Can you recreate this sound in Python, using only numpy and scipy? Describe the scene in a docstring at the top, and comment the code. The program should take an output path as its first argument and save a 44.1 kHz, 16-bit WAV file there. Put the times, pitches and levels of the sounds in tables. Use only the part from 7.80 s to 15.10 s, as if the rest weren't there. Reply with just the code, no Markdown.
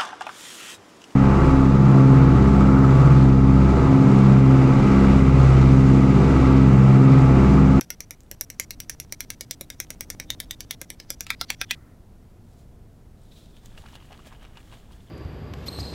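"""Rapid snips come first: small cutters crack plastic model parts at a desk, about one snip to each tenth-second piece
of a tight edit, every ring chopped at the next splice. Impulses and noise excite damped modes of part and jaws.
Then a small paint bottle is tilted and shaken in gloved hands: filtered noise rubs and washes, an amplitude-modulated
resonance creaks, and rising damped sines give the bubbles of the sloshing liquid.
Beneath lie the shaped noise of a quiet room, with rumble and a low drone, and microphone hiss."""
import sys
import numpy as np
from scipy import signal
from scipy.fft import rfft, irfft
from scipy.io import wavfile
from scipy.ndimage import uniform_filter1d

SR = 44100
rng = np.random.default_rng(int(sys.argv[2]) if len(sys.argv) > 2 else 0)


def pcm_store(signal):
    """Save signal as 16-bit PCM."""
    levels = np.round(np.clip(np.atleast_2d(signal), -1, 1) * 32767)
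    wavfile.write(sys.argv[1], SR, levels.astype(np.int16).T)


N = 321930

# Levels in mode and spectrum tables are relative; the sum or noise they shape is scaled later.
# Room rumble: [t/s, level/dB]; its noise spectrum: [f/Hz, level/dB]
RUMBLE_LEVEL = [(0.0, -49.5), (0.36, -50), (0.93, -47.5), (1.81, -49), (2.46, -44.5), (3.19, -48.5),
                (3.8, -47.5), (7.3, -47.5)]
RUMBLE_SPECTRUM = [(8.8, -43.5), (15, 3.5), (123, -4.5), (160, -8), (236, -11), (275, -15.5), (334, -16),
                   (561, -23.5), (681, -23), (1500, -41), (1950, -84.5), (3300, -120)]
# Low drone: [t/s, level/dB]; its noise spectrum: [f/Hz, level/dB]
DRONE_LEVEL = [(0.0, -65), (0.4, -68.5), (0.8, -64), (2.42, -57), (3.4, -66.5), (3.73, -60), (4.2, -67.5)]
DRONE_SPECTRUM = [(180, -38.5), (250, -2.5), (310, -1.5), (400, -39.5)]
# Microphone hiss spectrum: [f/Hz, level/dB]
HISS_SPECTRUM = [(590, -15.5), (1000, 1), (1110, -8), (1250, -1), (2870, -8.5), (15000, -14.5),
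                 (16500, -24.5)]
# Dull wash after the last splice, spectrum: [f/Hz, level/dB]
AFTERWASH_SPECTRUM = [(500, -28), (1000, -2), (1340, 5), (1550, -2), (2050, 1), (2300, -12), (3000, -21)]

# Desk and the things on it, echoes: [delay t/s, level/dB]; their colour: [f/Hz, level/dB]
DESK_ECHOES = [(.0045, -10), (.0082, -17.5), (.014, -30)]
ECHO_SPECTRUM = [(300, 6.5), (6000, -4), (11000, -2.5), (16000, -10)]
# Diffuse room tail: [f/Hz, 60 dB decay t/s]; its colour: [f/Hz, level/dB]
TAIL_DECAY = [(500, 0.1), (2000, 0.17), (6000, 0.32), (14000, 0.11)]
TAIL_SPECTRUM = [(500, -3), (2000, -1.5), (6000, -7), (9000, -8.5), (15000, -9)]

# Liquid wash spectrum: [f/Hz, level/dB]
WASH_SPECTRUM = [(400, 0), (750, 4), (1200, 6.5), (1540, 1), (1660, 7), (1800, 4.5), (2700, -4), (2930, -2),
                 (3200, -8), (6000, -30)]
# Liquid slaps the glass: [t/s, level/dB, bubble f/Hz, splash level above the slap level/dB]
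LIQUID_SLAPS = [(5.918, -56, 1680, -13), (5.949, -56, 1620, -4), (5.977, -44.5, 1680, 0),
                (5.984, -49, 600, -15), (6.039, -45.5, 885, -14), (6.061, -45.5, 1460, 1),
                (6.085, -51, 1654, 1), (6.132, -48, 960, -11), (6.153, -43, 890, -6),
                (6.211, -51, 1150, -6), (6.224, -50, 1050, -4), (6.306, -45, 756, -18),
                (6.32, -42.5, 752, -3), (6.355, -53, 875, -12), (6.392, -45.5, 1130, -10),
                (6.401, -49, 1310, -9), (6.47, -46, 590, -4), (6.525, -45, 1016, -8), (6.594, -56, 616, -7),
                (6.621, -53, 795, -10), (6.65, -50, 1280, 0), (6.754, -58, 759, 2), (6.771, -45, 950, 3),
                (6.925, -46, 970, -1.5), (6.939, -47, 985, -10), (6.971, -58, 690, -10),
                (7.09, -55, 860, -17), (7.111, -49.5, 996, -15)]
# Splash noise spectrum: [f/Hz, level/dB]
SPLASH_SPECTRUM = [(1200, -22), (2800, 10.0), (4000, -1), (8000, -15), (15000, -26)]
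# Air and wall modes of the bottle: [f/Hz, level/dB, 60 dB decay t/s]
BOTTLE_MODES = [(1690, -11, 0.037), (2944, -1.5, 0.049), (940, -16, 0.014)]
# Turns of the bottle at the stroke ends: [t/s, wash level/dB, glove hiss level/dB, glove creak level/dB]
BOTTLE_TURNS = [(5.86, -64, -57, -63), (5.98, -55, -63, -59.5), (6.062, -54, -66, -68),
                (6.155, -51, -56, -58), (6.326, -46, -63.5, -60), (6.47, -51, -54, -60),
                (6.528, -51, -64, -70), (6.63, -49.5, -63, -56), (6.778, -49, -66, -66),
                (6.936, -51, -62, -57.5), (7.125, -61, -62, -68)]
# Vigour of the shaking, heard between the turns: [t/s, level/dB]
SHAKE_VIGOUR = [(5.74, -80), (5.8, -66.5), (6.0, -60.5), (6.35, -61.5), (6.7, -63), (6.95, -60.5),
                (7.05, -65), (7.3, -65)]

# Glove rub spectrum: [f/Hz, level/dB]
RUB_SPECTRUM = [(1470, -24), (2500, -3), (3720, 2.5), (5830, -0.5), (7300, 1), (13700, -8.5), (16000, -7.5)]
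# Fingers shift on the bottle: [loudest t/s, hiss level/dB, creak level/dB, 10 dB rise t/s, 10 dB fall t/s]
FINGER_SHIFTS = [(4.79, -65.5, -95, .12, .06), (5.43, -71, -74.5, .04, 0.2), (5.515, -70, -64, .015, .045),
                 (5.585, -61, -60.5, 0.057, 0.13), (5.768, -67, -61, 0.021, .015)]
# Centre of the drifting creak resonance: [t/s, f/Hz]
CREAK_CENTRE = [(5.4, 3750), (5.7, 3600), (5.8, 3350), (5.96, 3313), (6.1, 3050), (6.6, 3050), (7.0, 3300)]
# Creak spectrum on either side of its centre: [offset f/Hz, level/dB]
CREAK_SPECTRUM = [(10, -3.5), (250, -5.5), (600, -11), (1500, -18), (8000, -36)]

# Light touches of jaws and glove: [t/s, peak level/dB, f/Hz]
LIGHT_TOUCHES = [(.406, -45, 6900), (0.4344, -54, 8300), (.465, -60, 3500), (1.2965, -56, 3480),
                 (2.069, -53, 3570), (2.1583, -57, 2520), (2.657, -55, 3520), (5.417, -61, 8500),
                 (5.4355, -58, 8550), (5.768, -50, 3390), (5.8595, -42, 7000), (6.0212, -49, 3900),
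                 (6.126, -52, 5800), (6.155, -40.5, 3500), (6.329, -41.5, 3000), (6.377, -48, 3900),
                 (6.651, -46, 2600), (7.122, -51, 4280)]
# Snips: [t/s, peak level/dB, then relative level/dB of low mode, high mode, part rattle, jaw ring, crack]
SNIP_EVENTS = [(0.0106, -23, -17, -44, -14, -6.5, -0.5), (0.104, -21.5, -14, -25, -8.5, -6, -0.5),
               (0.2054, -26, -16, -35, -12, -8.5, -7), (0.3081, -28, -16, -37, -14, -11.5, -5.5),
               (0.5137, -27, -36, -44, -22, -18.5, -10.5), (0.6107, -18, -16.5, -42, -15.5, -4, 3),
               (0.7016, -28.5, -18, -27, -11.5, -9, -3), (0.7982, -16.5, -11, -40, -18.5, -13, -4),
               (0.9072, -25, -15, -37, -12.5, -8.5, -3), (1.0023, -25.5, -21, -28, -11.5, -7.5, -0.5),
               (1.0966, -21.5, -22, -26, -12, -8.5, -4), (1.2, -25, -15.5, -23, -15, -11, -6),
               (1.3243, -22, -16.5, -34, -21, -12, -6), (1.4057, -22, -8.5, -29, -10, -4, 1),
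               (1.5033, -23, -17.5, -37, -12.5, -13.5, -7), (1.6092, -24.5, -22, -20, -21.5, -19, -9.5),
               (1.71, -21, -24, -18, -16.5, -15, -6), (1.8105, -25.5, -24, -22, -24, -22, -11.5),
               (1.902, -28, -30, -16, -9, -17, -6.5), (2.0017, -19.5, -19, -17, -12.5, -10, -3),
               (2.1044, -25.5, -20.5, -23, -18, -14.5, -7.5), (2.2083, -22, -18, -19, -14.5, -10, -1.5),
               (2.302, -23, -16, -23, -12, -10.5, -4), (2.3995, -24.5, -7.5, -17, -11.5, -9, -5),
               (2.5033, -18, -27, -3.5, -15, -18.5, -8.5), (2.602, -21.5, -21, -11, -13, -18.5, -4),
               (2.7093, -22, -31, -4, -9.5, -14, -3.5), (2.8057, -27.5, -14.5, -16.5, -11.5, -10.5, -8),
               (2.9093, -20.5, -12, -10.5, -12, -11.5, -7), (3.015, -26, -19, -35, -17.5, -18, -8),
               (3.1026, -26.5, -17, -26, -14, -15.5, -7.5), (3.2, -34, -25, -15, -16, -23, -24),
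               (3.3037, -20, -24, -14, -17.5, -16.5, -8), (3.4074, -22, -15, -22, -15, -10.5, -5.5),
               (3.467, -32.5, -5, -14, -4, -26, -7), (3.5036, -15.5, -7.5, -10.5, -5, -33, -9),
               (3.6122, -18, -18, -11.5, -10.5, -27, -17), (3.703, -16, -7.5, -9, -9.5, -15.5, -6),
               (3.814, -17.5, -5.5, -12.5, -6, -9.5, -5.5), (3.909, -17, -27, 3.5, 2, -26, -23),
               (3.912, -19.5, -4.5, -16, -10, -17.5, -24)]
# Parts in hand, the last and largest in five grips: [held from t/s, low mode f/Hz, its 60 dB decay t/s,
# high mode f/Hz, its decay t/s, deep mode f/Hz, its decay t/s, its level/dB,
# rattle tilt/(dB per octave), squeeze level/dB, thud level/dB]
HELD_PARTS = [(0, 2280, .022, 4800, .028, 1600, .0145, -29, -6, -56.5, -24),
              (.65, 2150, .02, 5050, .027, 1700, .0145, -34, 0.5, -53, -25),
              (1.15, 2240, .024, 5000, .03, 1700, .0145, -40, 1, -50, -26),
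              (1.76, 2260, .017, 3800, .022, 1350, .0145, -33, -4, -50, -22.5),
              (2.45, 2270, .016, 3650, .016, 1720, .0145, -38, 1, -47, -27.5),
              (2.96, 2310, .013, 5100, .017, 1790, .0145, -31, -3.5, -44.5, -25),
              (3.435, 2330, .012, 4940, .012, 1320, .025, -8.5, -5.5, -39, -40),
              (3.56, 3920, .025, 4930, .025, 1350, .035, -10, -1.5, -40.5, -32),
              (3.66, 2370, .012, 4550, .011, 1770, .0145, -20, -2.5, -36.5, -28),
              (3.76, 2480, .027, 3480, .03, 1720, .0145, -14, -8, -39, -25),
              (3.86, 2490, .035, 3400, .008, 2045, .03, -14, -2, -39, -34)]
# Modes of the cutter jaws: [f/Hz, level/dB, 60 dB decay t/s]
JAW_MODES = [(5490, -13.5, 0.08), (5730, 0, 0.035), (6010, 2, 0.0093), (2150, -15, 0.016),
             (10600, -17, 0.03), (12200, -29, 0.03)]
# Hollow body mode of the large part: (f/Hz, level/dB, 60 dB decay t/s)
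LARGE_BODY_MODE = (760, -19, .016)
# Spectra of the crack and the part rattle: [f/Hz, level/dB]
CRACK_SPECTRUM = [(300, -64.5), (1500, -32), (4000, -8), (7000, 2), (9700, -4), (11200, 4), (13000, -1.5),
                  (16500, -5)]
RATTLE_SPECTRUM = [(400, -0.5), (1000, -17), (1600, 7.5), (2500, 4), (3500, 6.5), (5000, 5), (7500, 1),
                   (12000, -4)]
# Radiation of small parts, weak in the bass: [f/Hz, level/dB]
RADIATION = [(200, -40.5), (450, -21.5), (750, -8), (1000, -5), (1400, -5), (2000, -1.5), (16000, 1.5)]

SPAN, LEAD = 8192, 2048  # samples in a response; samples of a snip ahead of its crack
SPLICE_S, PIECE_S, PIECES = .0494, .1, 40  # first splice, piece length, number of pieces
HISS_DB, TOP_HZ = -68.5, 15750
AFTERWASH_S, AFTERWASH_DB, AFTERWASH_SAG_DB = (3.95, 4.13), -64, -3
AFTERWASH_FADE_S = .015  # for 10 dB
# rise and fall about each turn, for 10 dB
WASH_RISE_FALL_S, HISS_RISE_FALL_S, CREAK_RISE_FALL_S = (.025, .03), (.012, 0.016), (0.018, 0.026)
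SHAKE_HISS_DB, SHAKE_CREAK_DB = -5, -7  # relative to the shaking vigour, between turns
SNIP_ROOM_DB, TICK_ROOM_DB = -4.2, -3.0  # diffuse tail
SECOND_BREAK_S = .01  # a crack this soon after another needs no new squeeze
LARGE_FROM_S = 3.435  # the large part is in hand after this


def undb(db):
    """Level to amplitude: 20 dB is a factor of ten."""
    return 10 ** (np.asarray(db) / 20)


def on_hz(table, hz):
    """Interpolation of a (f, value) table along log frequency."""
    table = np.array(table)
    return np.interp(np.log(hz + 1), np.log(table[:, 0]), table[:, 1])


def on_time(s, db):
    """Envelope: gain along a level curve, effectively silent outside it."""
    return undb(np.interp(np.arange(N) / SR, s, db, left=-200, right=-200))


def colour(x, table):
    """Linear filtering: shape the last axis by a level spectrum, then bring it to rms 1."""
    n = x.shape[-1]
    hz = np.arange(n // 2 + 1) * SR / n
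    y = irfft(rfft(x) * undb(on_hz(table, hz)), n)
    return y / np.sqrt(np.mean(y ** 2, axis=-1, keepdims=True))


def causal(table):
    """Minimum phase by cepstral folding: the spectrum of a causal filter with the given level."""
    hz = np.arange(SPAN // 2 + 1) * SR / SPAN
    cepstrum = irfft(np.log(undb(on_hz(table, hz))))
    cepstrum[1:SPAN // 2] *= 2
    cepstrum[SPAN // 2 + 1:] = 0
    return np.exp(rfft(cepstrum))


def ring(hz, t60, count=SPAN, glide=0.):
    """Damped oscillation: decaying sines, one row each, of energy 1; a positive glide raises the pitch."""
    t = np.arange(count) / SR
    hz, t60 = np.reshape(hz, (-1, 1)), np.reshape(t60, (-1, 1))
    decay = np.exp(-np.log(1000) * t / t60)
    y = np.sin(2 * np.pi * hz * t * (1 + glide * t / t60)) * decay
    return y / np.sqrt(np.sum(y ** 2, axis=1, keepdims=True))


def flicker(rate, db):
    """Random amplitude modulation: smoothed steps, rate of them a second, of depth set by db."""
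    step = int(SR / rate)
    steps = np.repeat(rng.standard_normal(N // step + 1), step)
    return undb(db * uniform_filter1d(steps, step)[:N])


def swells(s, db, rise, fall):
    """Incoherent addition: powers of swells peaking at s add; rise and fall are times for 10 dB."""
    rise, fall = np.reshape(rise, (-1, 1)), np.reshape(fall, (-1, 1))
    since = np.arange(N) / SR - np.reshape(s, (-1, 1))
    drop = np.where(since < 0, -since / rise, since / fall)
    gains = undb(np.reshape(db, (-1, 1)) - 10 * np.minimum(drop, 20))
    return np.sqrt(np.sum(gains ** 2, axis=0))


def shaking(column, rise_fall, base_db):
    """Periodic excitation: the gain of one shake sound swells at each turn over the steady vigour."""
    turns = np.array(BOTTLE_TURNS)
    s, db = np.transpose(SHAKE_VIGOUR)
    return np.hypot(swells(turns[:, 0], turns[:, column], *rise_fall), on_time(s, db + base_db))


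def peaked(rows):
    """Short-time level: scale each row so that its loudest 1.6 ms have rms 1."""
    power = uniform_filter1d(rows ** 2, size=70, axis=1)
    return rows / np.sqrt(power.max(axis=1, keepdims=True))


def add(out, rows, times, lead=0, ends=None):
    """Superposition: lay each row at its time, cut off at its end."""
    for k, row in enumerate(rows):
        start = int(times[k] * SR) - lead
        end = N if ends is None else int(ends[k] * SR)
        lo, hi = max(start, 0), min(end, start + len(row), N)
        out[lo:hi] += row[lo - start:hi - start]


def desk(count, room_db):
    """Reflection and reverberation: direct sound, smeared desk echoes, a tail decaying by octave bands."""
    t = np.arange(SPAN) / SR
    hz, tail = np.arange(SPAN // 2 + 1) * SR / SPAN, 0
    noise = rfft(rng.standard_normal((count, SPAN)))
    for centre in 500 * 2. ** np.arange(6):
        band = np.clip(1 - abs(np.log2((hz + 1) / centre)), 0, 1)
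        decay = np.exp(-np.log(1000) * t / on_hz(TAIL_DECAY, centre))
        tail = tail + undb(on_hz(TAIL_SPECTRUM, centre)) * irfft(noise * band) * decay
    tail *= 1 - np.exp(-t / 0.0012)
    # each echo comes off several edges, so it is a short burst
    spread, bursts = rng.standard_normal((count, len(DESK_ECHOES), 2, 1)), 0
    for k, (lag, db) in enumerate(DESK_ECHOES):
        since = t - lag - 0.00024 * spread[:, k, 0]
        bursts = bursts + (since > 0) * np.exp(-abs(since) / 0.0006) * undb(db + 1.9 * spread[:, k, 1])
    echoes = rfft(0.23 * bursts * rng.standard_normal((count, SPAN))) * causal(ECHO_SPECTRUM)
    return 1 + echoes + rfft(undb(room_db) * tail / np.sqrt(0.017 * SR))


def room():
    """Stationary noise: rumble, low drone and hiss; at each splice the rumble jumps to another moment."""
    rumble = colour(rng.standard_normal(N), RUMBLE_SPECTRUM)
    piece = np.ceil((np.arange(N) / SR - SPLICE_S) / PIECE_S)
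    piece = np.clip(piece, 0, PIECES).astype(int)
    jump = rng.integers(0, N, PIECES + 1)[piece]
    rumble = rumble[(np.arange(N) + jump) % N] * on_time(*np.transpose(RUMBLE_LEVEL))
    drone = on_time(*np.transpose(DRONE_LEVEL)) * colour(rng.standard_normal(N), DRONE_SPECTRUM)
    hiss = undb(HISS_DB) * colour(rng.standard_normal(N), HISS_SPECTRUM)
    return drone + rumble + hiss


def afterwash():
    """Exponential decay: a dull noise wash sags, then dies away, just after the last splice."""
    start, end = AFTERWASH_S
    sag_db = AFTERWASH_SAG_DB * np.array([0, 1, 1])
    level_db = AFTERWASH_DB + sag_db - [0, 0, 20]
    gain = on_time([start, end, end + 2 * AFTERWASH_FADE_S], level_db)
    return gain * colour(rng.standard_normal(N), AFTERWASH_SPECTRUM)


def bottle():
    """Bubble resonance: liquid washes and fizzes; each slap is a splash and a bubble that ring the bottle."""
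    wash = colour(rng.standard_normal(N), WASH_SPECTRUM) * flicker(120, 2.5)
    fizz, draw = np.zeros(N), rng.random((400, 3))
    fizz_hz = 600 * 6 ** draw[:, 1]
    bubbles = ring(fizz_hz, 6 / fizz_hz, count=1024, glide=.2) * undb(-14 * draw[:, 2:])
    add(fizz, bubbles, SHAKE_VIGOUR[0][0] + 1.5 * draw[:, 0])
    liquid = shaking(1, WASH_RISE_FALL_S, 0) * (.5 * wash + 12 * fizz)

    s, db, hz, splash_db = np.transpose(LIQUID_SLAPS)
    t = np.arange(2048) / SR
    shape = (1 - np.exp(-t / 0.00055)) * np.exp(-t / 0.0051)
    splash = colour(rng.standard_normal((len(s), 2048)), SPLASH_SPECTRUM)
    splash = shape * undb(splash_db)[:, None] * splash
    bubble = peaked(ring(hz, 18 / hz, count=2048, glide=0.048))
    add(liquid, (splash + bubble) * undb(db)[:, None], s)

    glass_hz, glass_db, glass_t60 = np.transpose(BOTTLE_MODES)
    glass = undb(glass_db) @ ring(glass_hz, glass_t60)
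    return liquid + 0.11 * signal.fftconvolve(liquid, glass)[:N]


def glove():
    """Sliding friction: rubber hisses smoothly and creaks in small slips near one drifting resonance."""
    rub = colour(rng.standard_normal(N), RUB_SPECTRUM) * flicker(40, 2.6)
    centre_hz = np.interp(np.arange(N) / SR, *np.transpose(CREAK_CENTRE))
    phase = 2 * np.pi * np.cumsum(centre_hz) / SR
    # two slow noises in quadrature make a noise band about the centre
    band = colour(rng.standard_normal((2, N)), CREAK_SPECTRUM)
    creak = (band[0] * np.cos(phase) + band[1] * np.sin(phase)) * flicker(200, 4.7)
    s, hiss_db, creak_db, rise, fall = np.transpose(FINGER_SHIFTS)
    rub_gain = np.hypot(swells(s, hiss_db, rise, fall), shaking(2, HISS_RISE_FALL_S, SHAKE_HISS_DB))
    creak_gain = np.hypot(swells(s, creak_db, rise, fall), shaking(3, CREAK_RISE_FALL_S, SHAKE_CREAK_DB))
    return rub * rub_gain + creak * creak_gain


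def ticks():
    """Impact of light bodies: short damped clicks of two partials with a little room."""
    s, db, hz = np.transpose(LIGHT_TOUCHES)
    click = ring(hz, 0.0018) + 0.35 * ring(np.minimum(1.85 * hz, 14000), 0.00077)
    sound = irfft(rfft(click) * desk(len(s), TICK_ROOM_DB))
    out = np.zeros(N)
    add(out, peaked(sound) * undb(db)[:, None], s)
    return out


def snips():
    """Brittle fracture: jaws squeeze the gate until it cracks and rings part and jaws; the splice cuts the tail."""
    s, db, lo_db, hi_db, rattle_db, jaw_db, crack_db = np.transpose(SNIP_EVENTS)[:, :, None]
    parts = np.array(HELD_PARTS)
    held = parts[np.searchsorted(parts[1:, 0], s[:, 0])].T[:, :, None]
    _, lo_hz, lo_t60, hi_hz, hi_t60, deep_hz, deep_t60, deep_db, tilt_db, squeeze_db, thud_db = held
    t = (np.arange(SPAN) - LEAD) / SR
    after = np.maximum(t, 0)
    noise = rng.standard_normal((len(s), 3, SPAN))

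    # excitation: growing squeeze, one clean break, a short tearing after it
    squeeze = noise[:, 0] * (t < 0) * undb(squeeze_db) / (1 + (t / 0.0099) ** 2) ** 1.48
    squeeze *= np.diff(s, axis=0, prepend=-1) > SECOND_BREAK_S
    snap = rfft(1. * (t == 0))
    tearing = noise[:, 1] * 0.21 * (t > 0) * np.exp(-after / 0.00083)
    crack = undb(crack_db) * (snap + rfft(tearing)) * causal(CRACK_SPECTRUM)

    rattle = noise[:, 2] * (t > 0) * .25 * np.exp(-after / 0.0027)
    rattle = rfft(rattle + squeeze) * causal(RATTLE_SPECTRUM) * causal(RADIATION)
    octaves = np.log2((np.arange(SPAN // 2 + 1) * SR / SPAN + 500) / 3000)
    rattle *= undb(rattle_db + tilt_db * octaves)

    # modes of jaws and part
    jaw_hz, jaw_gain_db, jaw_t60 = np.transpose(JAW_MODES)
    jaws = undb(jaw_db) * (undb(jaw_gain_db) @ ring(jaw_hz, jaw_t60))
    low = undb(lo_db) * (.8 * ring(lo_hz, lo_t60) + .5 * ring(1.05 * lo_hz, 0.5 * lo_t60))
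    low = low + undb(deep_db) * ring(deep_hz, deep_t60)
    high = undb(hi_db) * (ring(hi_hz, hi_t60) + 0.26 * ring(1.024 * hi_hz, .85 * hi_t60))
    thud = undb(thud_db) * (ring(535, 0.021) + 0.6 * ring(348, 0.016))
    body_hz, body_db, body_t60 = LARGE_BODY_MODE
    thud += (s > LARGE_FROM_S) * undb(body_db) * ring(body_hz, body_t60)

    # the squeeze sings in the stiff, high modes only
    ringing = snap * rfft(low) + (snap + rfft(squeeze)) * rfft(high + jaws)
    source = ringing * causal(RADIATION) + snap * rfft(thud) + crack + rattle
    sound = irfft(source * desk(len(s), SNIP_ROOM_DB))
    out, times = np.zeros(N), s[:, 0]
    next_splice = SPLICE_S + PIECE_S * np.ceil((times - SPLICE_S) / PIECE_S)
    add(out, peaked(sound) * undb(db), times, lead=LEAD, ends=next_splice)
    return out


def scene():
    """Superposition of all sources at one microphone."""
    return (room() + afterwash() + bottle() + glove() + ticks() + snips())[None]


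def record(dry):
    """Band limitation: a steep elliptic low-pass cuts the top."""
    return signal.sosfilt(signal.ellip(7, .2, 70, TOP_HZ, fs=SR, output="sos"), dry)


dry = scene()
out = record(dry)
pcm_store(out)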